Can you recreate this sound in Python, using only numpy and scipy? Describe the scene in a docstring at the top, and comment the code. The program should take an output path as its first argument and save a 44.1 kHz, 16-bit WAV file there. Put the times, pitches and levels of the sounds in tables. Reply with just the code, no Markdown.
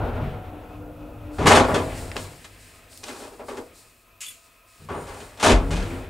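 """Knocks ring the parts of a small wooden lift cabin: each is a burst of uneven contacts driving modes and bands.
The drive, shaped noise with gliding tones, rumbles and hums; the car stops and the door lock cam rattles home.
A button is pressed, relays knock, keys jingle as decaying modes, and clothes rustle as grainy hiss.
Thin metal sizzles as narrow resonances of noise; the lock cam pulls back with a bang and the car sets off.
A short diffuse tail encloses the knocks, ticks and keys over a faint noise floor with a wavering whir."""
import sys
import numpy as np
from scipy import signal
from scipy.fft import rfft, irfft
from scipy.io import wavfile
from scipy.ndimage import uniform_filter1d

SR = 44100
rng = np.random.default_rng(int(sys.argv[2]) if len(sys.argv) > 2 else 0)


def output_pcm(signal):
    """Save a mono or channel-first signal as 16-bit PCM at the path in sys.argv[1].

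    Samples are clipped to [-1, 1] before scaling.
    """
    pcm = np.clip(np.atleast_2d(signal).T, -1, 1) * 32767
    wavfile.write(sys.argv[1], SR, np.round(pcm).astype(np.int16))


N = 268613
T = np.arange(N) / SR  # seconds

# Noise floor of the still cabin. Each row: frequency in Hz, relative density in dB per Hz.
STILL_SPECTRUM = [(18, -21), (30, 8.5), (156, -10.5), (641, -5), (811, -14), (1270, -2.5), (1830, -29),
                  (2500, -1.5), (3250, -22), (15600, -12)]
# Faint wavering whir in the cabin. Each row: centre in Hz, width in Hz, relative level in dB.
WHIR_RESONANCES = [(255, 21.5, -5.5), (670, 23, 2.5), (1036, 54, 2.5), (1253, 33, 5), (2532, 107, 3.5),
                   (3350, 170, -12)]
STILL_DB, WHIR_DB = -58.5, -61  # RMS levels; the whir also wavers

# Drive and guide shoes through the frame, the car swinging out; at standstill the rasp is mostly clothes.
# Each row: time in seconds, roar level in dB, rasp level in dB above the roar.
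DRIVE_LEVELS = [(0, -28, -15.5), (.3, -35, -14.5), (.57, -41.5, -15), (1.05, -45.5, -17.5),
                (1.33, -40, -16), (1.9, -36, -6.5), (2.09, -39, -9.5), (2.34, -50, -3), (2.63, -55.5, 0.5),
                (3.36, -55.5, -5.5), (3.7, -56, -1.5), (4.0, -65.5, -1), (4.72, -68.5, 5.5),
                (5.1, -46, -5.5), (5.36, -53, -2.5), (5.68, -32.5, -17), (5.89, -39, -6.5),
                (6.09, -38.5, -13)]
# Spectra of rumble, roar and rasp. Each row: frequency in Hz, relative density in dB per Hz.
RUMBLE_SPECTRUM = [(12, -30), (20, -5.5), (43, 0.5), (91, -2.5), (103, 5), (129, -15), (178, -7.5),
                   (205, -42.5), (240, -4), (310, -50), (530, -120)]
ROAR_SPECTRUM = [(120, -8.5), (200, -6), (301, -1.5), (371, -4), (415, -3), (631, -3), (731, -4.5),
                 (855, -6.5), (1210, -14), (1390, -9), (1600, -19), (2080, -45), (3520, -120)]
RASP_SPECTRUM = [(1200, -36.5), (1600, -1.5), (2500, -3.0), (3500, -9.0), (5000, -21.5), (6500, -26.5)]
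# Tones of the drive. Each row: start in seconds, end in seconds, first frequency in Hz, last frequency in Hz,
# first level in dB, last level in dB, throb depth in dB (negative inverts it), random waver in dB.
DRIVE_TONES = [(0.46, 1.6, 299, 300, -45.5, -41, 5, 2.5), (0.19, 0.92, 748, 722, -42.5, -55.5, 1, 0),
               (0.85, 1.35, 540, 590, -55, -46.5, 3, 2), (0.81, 1.1, 495, 497, -53, -49, -1, 3),
               (0.66, 1.014, 178, 160, -50, -52.5, 2, 2.5), (5.71, 5.82, 160, 190, -26, -32, 1, 1.5),
               (5.89, 6.03, 262, 268, -37, -42, -2, 6), (5.5, 6.09, 230, 390, -42.5, -42.5, 6, 2.5)]
RUMBLE_DB = 3  # above the roar
THROB_HZ, THROB_PEAK_S = 3.9, 0.8

# Movements of clothes close by. Each row: start in seconds, length in seconds before the decay, level in dB.
CLOTH_MOVEMENTS = [(1.307, 0.37, -51.5), (1.65, 0.44, -45), (2.126, 0.083, -45), (2.323, 0.17, -55.5),
                   (2.568, 0.15, -52), (2.876, 0.36, -49.5), (3.04, 0.078, -44.5), (3.438, 0.18, -54.5),
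                   (3.716, 0.064, -52), (4.298, 0.092, -56), (4.649, 0.15, -55), (4.948, 0.35, -52),
                   (5.5, 0.44, -52)]
# Spectrum of rubbing fabric. Each row: frequency in Hz, relative density in dB per Hz.
CLOTH_SPECTRUM = [(2350, -28.5), (4000, -4), (5190, -4.5), (6290, -9.5), (6740, -5), (8600, -2),
                  (9960, -6.5), (11500, -13), (15500, -16.5)]
RUSTLE_RISE_S, RUSTLE_T60_S = 0.042, 1

# Thin metal chattering while the lock magnet pulls. Each row: centre in Hz, width in Hz, relative level in dB.
SIZZLE_RESONANCES = [(6800, 46, -13), (6980, 22, -1), (7200, 41, -9), (7600, 35, -6.5), (8700, 29, -2),
                     (8790, 87, 2), (9000, 43, -6), (9480, 55, 2)]
# Course of that chatter. Each row: time in seconds, level in dB.
SIZZLE_LEVELS = [(4.9, -68), (4.95, -49.5), (5.1, -57), (5.2, -54), (5.25, -71)]

# Modes of the keys. Each row: frequency in Hz, mean relative level in dB, t60 in seconds.
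KEY_MODES = [(3432, 3, 0.098), (7400, -18, .2), (8700, 0.5, 0.13), (10000, -1.5, 0.15), (11020, -4, .1),
             (11760, -8, 0.2), (14100, -4, 0.102)]
# Keys touching. Each row: start in seconds, relative level in dB, share of scrape from 0 to 1.
KEY_TOUCHES = [(4.206, -25, 0.75), (4.213, -25.5, 0.62), (4.232, -44, 0.65), (4.246, -43, 0.43),
               (4.264, -23.5, 0.04), (4.284, -23, 0), (4.302, -36, 0.37)]
# Spectrum of scraping keys. Each row: frequency in Hz, relative density in dB per Hz.
SCRAPE_SPECTRUM = [(710, -33), (1200, -14), (1860, -14), (2540, 0), (3650, -9.5), (6240, -12), (6800, -2),
                   (12200, -17), (15500, -29)]

# Dry ticks close by. Each row: start in seconds, peak level in dB, centre in Hz.
SNAPS = [(2.116, -21.5, 2060), (2.1661, -15, 3120), (2.9283, -37.5, 2140), (2.9752, -29, 8780),
         (3.039, -22, 4700), (3.1294, -40.5, 7070), (5.8265, -20.5, 2910)]

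# Knocks and rattles of the car. Each row: start in seconds, force in dB, heft in dB (more bass when heavy),
# hardness in dB (more treble when metal meets metal), rattle length and tail t60 in seconds before part scaling.
CAR_KNOCKS = [(0.193, -39.5, 14.5, -30, 0.02, 0.57), (1.383, -25.5, 8.5, -16, 0.089, 0.55),
              (1.456, -11, -24, -8.5, 0.02, 0.3), (1.467, -10, -33, 7, 0.0156, 0.36),
              (1.496, -9, -19, -5.5, 0.058, 0.49), (1.547, -14.5, -3.5, 4, 0.023, 0.43),
              (1.683, -21, -4, -28, 0.021, 0.6), (1.741, -17.5, -7, -2.5, 0.01, 0.33),
              (2.156, -29.5, -6, -9, 0.0083, 0.14), (2.173, -39, 3, 5.5, 0.017, 0.55),
              (2.441, -55.5, 10, 22.5, 0.019, 0.14), (4.791, -61, 18, 1, 0.098, .3),
              (4.886, -30, -6, -18.5, 0.064, 0.54), (5.068, -37.5, -25, -2, 0.061, 0.96),
              (5.2, -43, 2, 6.5, 0.018, 0.18), (5.371, -46, 0, 4, 0.024, 0.31),
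              (5.396, -32, -14, 9, 0.051, .3), (5.426, -13.5, -10, 3, 0.045, 0.14),
              (5.459, -11.5, -4, 1.5, 0.0387, 0.15), (5.492, -15.5, -1, 1.5, 0.028, 0.33),
              (5.591, -30.5, 7.5, -18, 0.012, 0.3), (5.705, -31.5, 4.5, 3.5, 0.036, 0.94)]
# Finger and button on the wall panel, light and woody. Each row: start in seconds, force in dB,
# hardness in dB, rattle length and tail t60 in seconds before part scaling.
BUTTON_PRESSES = [(3.031, -40, 11, 0.012, 0.57), (3.08, -39, 8.5, 0.025, 0.59), (3.161, -43, 3, 0.11, 0.66),
                  (3.392, -37.5, -16, 0.023, 0.23), (3.482, -34.5, -3.5, 0.025, 0.54),
                  (3.569, -34.5, -1.5, 0.014, 0.17)]
PANEL_HEFT_DB, PANEL_WOOD_DB = -17.5, 8
# Lurches of the car on its ropes as the brake opens, in the thump alone.
# Each row: start in seconds, force in dB, length and tail t60 in seconds before part scaling.
ROPE_LURCHES = [(5.51, -12, 0.016, 0.25), (5.6, -31, 0.025, 0.43), (5.715, -29.5, .045, 0.54)]
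# Take of each part (thump, boom, wood, plate, clatter, crack) from a knock.
# Each row: offset in dB, share of the heft, share of the hardness.
PART_TAKES = [(-19, .9, 0.15), (-1, 1, -0.13), (-0.5, .3, -0.023), (-1.5, 0.016, -0.079), (-5, 0.17, 0.64),
              (-13, 0.083, 0.72)]
# Parts of the car as bands, in the same order. Each row: low edge in Hz, high edge in Hz,
# power share of plain broad response, factor on rattle length and tail.
PART_BANDS = [(30, 47, 0.3, 1.25), (64, 180, 0.094, 1), (245, 490, 0.282, 0.88), (492.8, 1206, 0.744, 0.96),
              (1213, 4100, 0.87, 0.67), (5600, 9900, 0.96, 0.59)]
# What the car rings with, from the box of air to the door plate.
# Each row: frequency in Hz, relative level in dB, t60 in seconds before the decay factor.
CAR_MODES = [(46.786, -2.5, .4), (93.5, 1, 0.18), (147.6, -5, 0.39), (175, -9.5, 0.14), (252.3, 1.5, 0.38),
             (280.5, -4, 0.31), (328, -0.5, 0.3), (355.5, -1, 0.2), (415, 0.5, 0.112), (477.7, 3.5, 0.23),
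             (521.6, -4.5, 0.47), (553, -1, 0.12), (643, -1.5, 0.283), (700, -0.5, 0.31),
             (833, -10.5, 0.057), (919, -8.5, 0.268), (996.4, -4, 0.15), (1061, 0, 0.135),
             (1160, -23.5, 0.34), (1314, -5, 0.34), (1646, -3, 0.094), (1830, 5, 0.04), (2060, -2, 0.1),
             (2264, -9.5, 0.118), (2434, 3.5, .12), (2770, -13.5, 0.24), (2877, 2, 0.07),
             (3215, -13.5, .12)]

# Shaping of the diffuse side signal. Each row: frequency in Hz, gain in dB before the overall side gain.
SIDE_WIDTH = [(60, -29), (110, -31.5), (200, -17.5), (380, -16), (700, -9), (1290, -9), (2380, -6),
              (4400, -11.5), (8120, -13), (15000, -7.5)]
LEFT_DB = 1.4  # gain of the middle signal, left over right
CABIN_T60_S, CABIN_DB = 0.096, -11.5
TOP_HZ = 15750


def undb(db):
    """Amplitude ratio from level: twenty decibels per factor of ten."""
    return 10 ** (np.asarray(db) / 20)


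def unit(x):
    """Normalisation to an RMS amplitude of one."""
    return x / np.sqrt(np.mean(x ** 2))


def shape(x, points):
    """Spectral filtering: (Hz, dB) points are joined on a logarithmic frequency axis."""
    hz, db = np.transpose(points)
    f = np.maximum(np.arange(N // 2 + 1) * SR / N, 1)
    gain = undb(np.interp(np.log(f), np.log(hz), db))
    return irfft(rfft(x) * gain, N)


def noise(points):
    """Coloured noise: white noise filtered to a given spectrum, at unit RMS."""
    return unit(shape(rng.standard_normal(N), points))


def fade(t, t60):
    """Exponential decay: amplitude falls by 60 dB in t60 seconds."""
    return np.exp(-np.log(1000) * np.maximum(t, 0) / t60) * (t >= 0)


def ring(modes):
    """Modal superposition: decaying sines of alternating sign form a unit-energy response."""
    t = T[:SR // 2]
    response = 0
    for k, (hz, db, t60) in enumerate(modes):
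        response = response + (-1) ** k * undb(db) * fade(t, t60) * np.sin(2 * np.pi * hz * t)
    return response / np.linalg.norm(response)


def band(lo_hz, hi_hz):
    """Broad resonance: the unit-energy impulse response of a band-pass filter."""
    sos = signal.butter(2, [lo_hz, hi_hz], "band", fs=SR, output="sos")
    response = signal.sosfilt(sos, T[:SR // 4] == 0)
    return response / np.linalg.norm(response)


def through(x, response):
    """Linear response: the excitation is convolved with an impulse response."""
    return signal.oaconvolve(x, response)[:N]


def walk(rate):
    """Random modulation: levels drawn rate times a second, joined by ramps, spread a little under 1."""
    k = int(SR / rate)
    held = np.repeat(rng.standard_normal(N // k + 1), k)
    return uniform_filter1d(held, k)[:N]


def curve(table):
    """Linear interpolation of columns over time, with a gate that closes outside the table."""
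    s, *columns = np.transpose(table)
    inside = np.clip(np.minimum(T - s[0], s[-1] - T) / 0.038 + 1, 0, 1)
    return inside, [np.interp(T, s, c) for c in columns]


def burst(s, db, hold, t60, rise_s=0.0031):
    """Force envelope: the power of a force that rises, holds and decays, cut 1.2 s after its start."""
    at = int(s * SR)
    t = T[at:int((s + 1.2) * SR)] - s
    force = undb(db) * np.clip(t / rise_s, 0, 1) * fade(np.maximum(t - hold, 0), t60)
    return at, force ** 2


def hiss_in(peaks):
    """Resonant filtering: one noise is heard through several narrow resonances, at unit RMS."""
    x = rng.standard_normal(N)
    total = np.zeros(N)
    for hz, width, db in peaks:
        b, a = signal.iirpeak(hz, hz / width, fs=SR)
        # the width sets the power passed, so it is divided out
        total += undb(db) / np.sqrt(width) * signal.lfilter(b, a, x)
    return unit(total)


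def car_ring(lo_hz, hi_hz, decay_factor=0.92):
    """Modal response of the car in one band; a band without modes takes the highest one."""
    chosen = [row for row in CAR_MODES if lo_hz <= row[0] < hi_hz] or CAR_MODES[-1:]
    return ring([(hz, db, decay_factor * t60) for hz, db, t60 in chosen])


def still_air():
    """Noise floor: a steady coloured noise adds to a wavering whir in resonances."""
    floor = undb(STILL_DB) * noise(STILL_SPECTRUM)
    whir = undb(WHIR_DB + 4.0 * walk(7.4)) * hiss_in(WHIR_RESONANCES)
    return floor + whir


def tone(start, end, hz, last_hz, db, last_db, throb_db, waver_db):
    """Frequency and amplitude modulation: a drive tone glides while its level throbs and wavers."""
    inside, (hz, db) = curve([(start, hz, db), (end, last_hz, last_db)])
    throb = throb_db * np.cos(2 * np.pi * THROB_HZ * (T - THROB_PEAK_S))
    level = undb(db + throb + waver_db * walk(15))
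    phase = 2 * np.pi * np.cumsum(hz) / SR
    return inside * level * np.sqrt(2) * np.sin(phase)


def drive():
    """Structure-borne sound: rumble, roar and rasp (at standstill mostly clothes) flicker beneath hum and whine."""
    _, (roar_db, rasp_db) = curve(DRIVE_LEVELS)
    # part of the vibration comes through the frame and takes on the ring of the car
    low_frame = unit(through(noise(RUMBLE_SPECTRUM), car_ring(30, 220, decay_factor=1.6)))
    high_frame = unit(through(noise(ROAR_SPECTRUM), car_ring(220, 1500, decay_factor=3.9)))
    rumble = unit(noise(RUMBLE_SPECTRUM) + 0.67 * low_frame)
    roar = unit(noise(ROAR_SPECTRUM) + 0.57 * high_frame)
    rumble = undb(RUMBLE_DB + 1.3 * walk(5.4)) * rumble
    roar = undb(1.9 * walk(24)) * roar
    rasp = undb(rasp_db + 1.7 * walk(28)) * noise(RASP_SPECTRUM)
    tones = sum(tone(*row) for row in DRIVE_TONES)
    return undb(roar_db) * (rumble + roar + rasp) + tones


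def rustle():
    """Friction noise: rubbing fabric gives a grainy high hiss that swells with each movement."""
    power = np.zeros(N)
    for s, length, db in CLOTH_MOVEMENTS:
        at, rub = burst(s, db, length, RUSTLE_T60_S, RUSTLE_RISE_S)
        power[at:at + len(rub)] += rub
    grains = rng.standard_normal(N) * undb(1.506 * rng.exponential(size=N))
    return np.sqrt(power) * undb(2.1 * walk(23)) * unit(shape(grains, CLOTH_SPECTRUM))


def lock_magnet():
    """Resonance of thin metal: chatter sounds as a high sizzle before the lock releases."""
    inside, (db,) = curve(SIZZLE_LEVELS)
    return inside * undb(db + 1.9 * walk(33)) * hiss_in(SIZZLE_RESONANCES)


def keys():
    """Impact and friction: each touch mixes a brief scrape with a ring of freshly drawn mode strengths."""
    out, scrape = np.zeros(N), noise(SCRAPE_SPECTRUM)
    for s, db, share in KEY_TOUCHES:
        modes = [(hz, mode_db + 3 * rng.standard_normal(), t60) for hz, mode_db, t60 in KEY_MODES]
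        chime = ring(modes)
        chime /= np.max(np.abs(chime))
        out[int(s * SR):][:len(chime)] += undb(db - 3.5) * (1 - share) * chime
        out += undb(db - 8.5) * share * fade(T - s, 0.34) * scrape
    return out


def ticks(t60=0.017):
    """Transient excitation: short decaying noise passes a broad band around each centre."""
    out = np.zeros(N)
    for s, db, hz in SNAPS:
        click = rng.standard_normal(1024) * fade(T[:1024], t60)
        response = band(hz / 3.1, min(hz * 1.6, 16000))
        snap = signal.oaconvolve(click, response)[:SR // 20]
        out[int(s * SR):][:len(snap)] += undb(db) * snap / np.max(np.abs(snap))
    return out


def blows():
    """Distribution of force: heft feeds the bass parts and hardness the treble parts of each blow."""
    rows = [(0, *lurch) for lurch in ROPE_LURCHES]
    for part, (offset_db, low, high) in enumerate(PART_TAKES):
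        for s, db, heft_db, hard_db, hold, t60 in CAR_KNOCKS:
            rows.append((part, s, db + offset_db + low * heft_db + high * hard_db, hold, t60))
        wood_db = PANEL_WOOD_DB * (part == 2)
        for s, db, hard_db, hold, t60 in BUTTON_PRESSES:
            level_db = db + offset_db + low * PANEL_HEFT_DB + high * hard_db + wood_db
            rows.append((part, s, level_db, hold, t60))
    return rows


def knocks(grain_db=2.5):
    """Forced vibration: uneven contacts ring the parts of the car, and the treble parts die sooner."""
    power = np.zeros((len(PART_BANDS), N))
    for part, s, db, hold, t60 in blows():
        lasting = PART_BANDS[part][-1]
        at, push = burst(s, db, hold * lasting, t60 * lasting)
        power[part, at:at + len(push)] += push
    sizes = np.minimum(rng.exponential(size=N), 6)
    contacts = unit(rng.standard_normal(N) * undb(grain_db * sizes + 1.7 * walk(70)))
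    out = 0
    for force, (lo_hz, hi_hz, broad, _) in zip(np.sqrt(power) * contacts, PART_BANDS):
        modal = np.sqrt(1 - broad) * through(force, car_ring(lo_hz, hi_hz))
        plain = np.sqrt(broad) * through(force, band(lo_hz, hi_hz))
        # alternate signs keep neighbouring band filters from cancelling where they overlap
        out = -out + modal + plain
    return out


def cabin(x):
    """Diffuse reverberation: a unit-energy noise tail decays exponentially in the small cabin."""
    tail = rng.standard_normal(SR // 2) * fade(T[:SR // 2] - 0.003, CABIN_T60_S)
    return through(x, tail / np.linalg.norm(tail))


def scene():
    """Superposition: all sources share the middle, while a diffuse side signal separates left and right."""
    hits = knocks() + ticks() + keys()
    enclosed = hits + undb(CABIN_DB) * cabin(hits)
    mid = enclosed + drive() + rustle() + lock_magnet() + still_air()
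    side = undb(-1.5) * shape(cabin(mid), SIDE_WIDTH)
    return np.array([undb(LEFT_DB / 2) * mid + side, undb(-LEFT_DB / 2) * mid - side])


def record(dry):
    """Saturation and band limiting: the loudest peaks are rounded and the top is cut."""
    rounded = 1.019 * np.tanh(dry / 1.256)
    low_pass = signal.ellip(14, 0.5, 80, TOP_HZ, fs=SR, output="sos")
    return signal.sosfilt(low_pass, rounded)


dry = scene()
out = record(dry)
output_pcm(out)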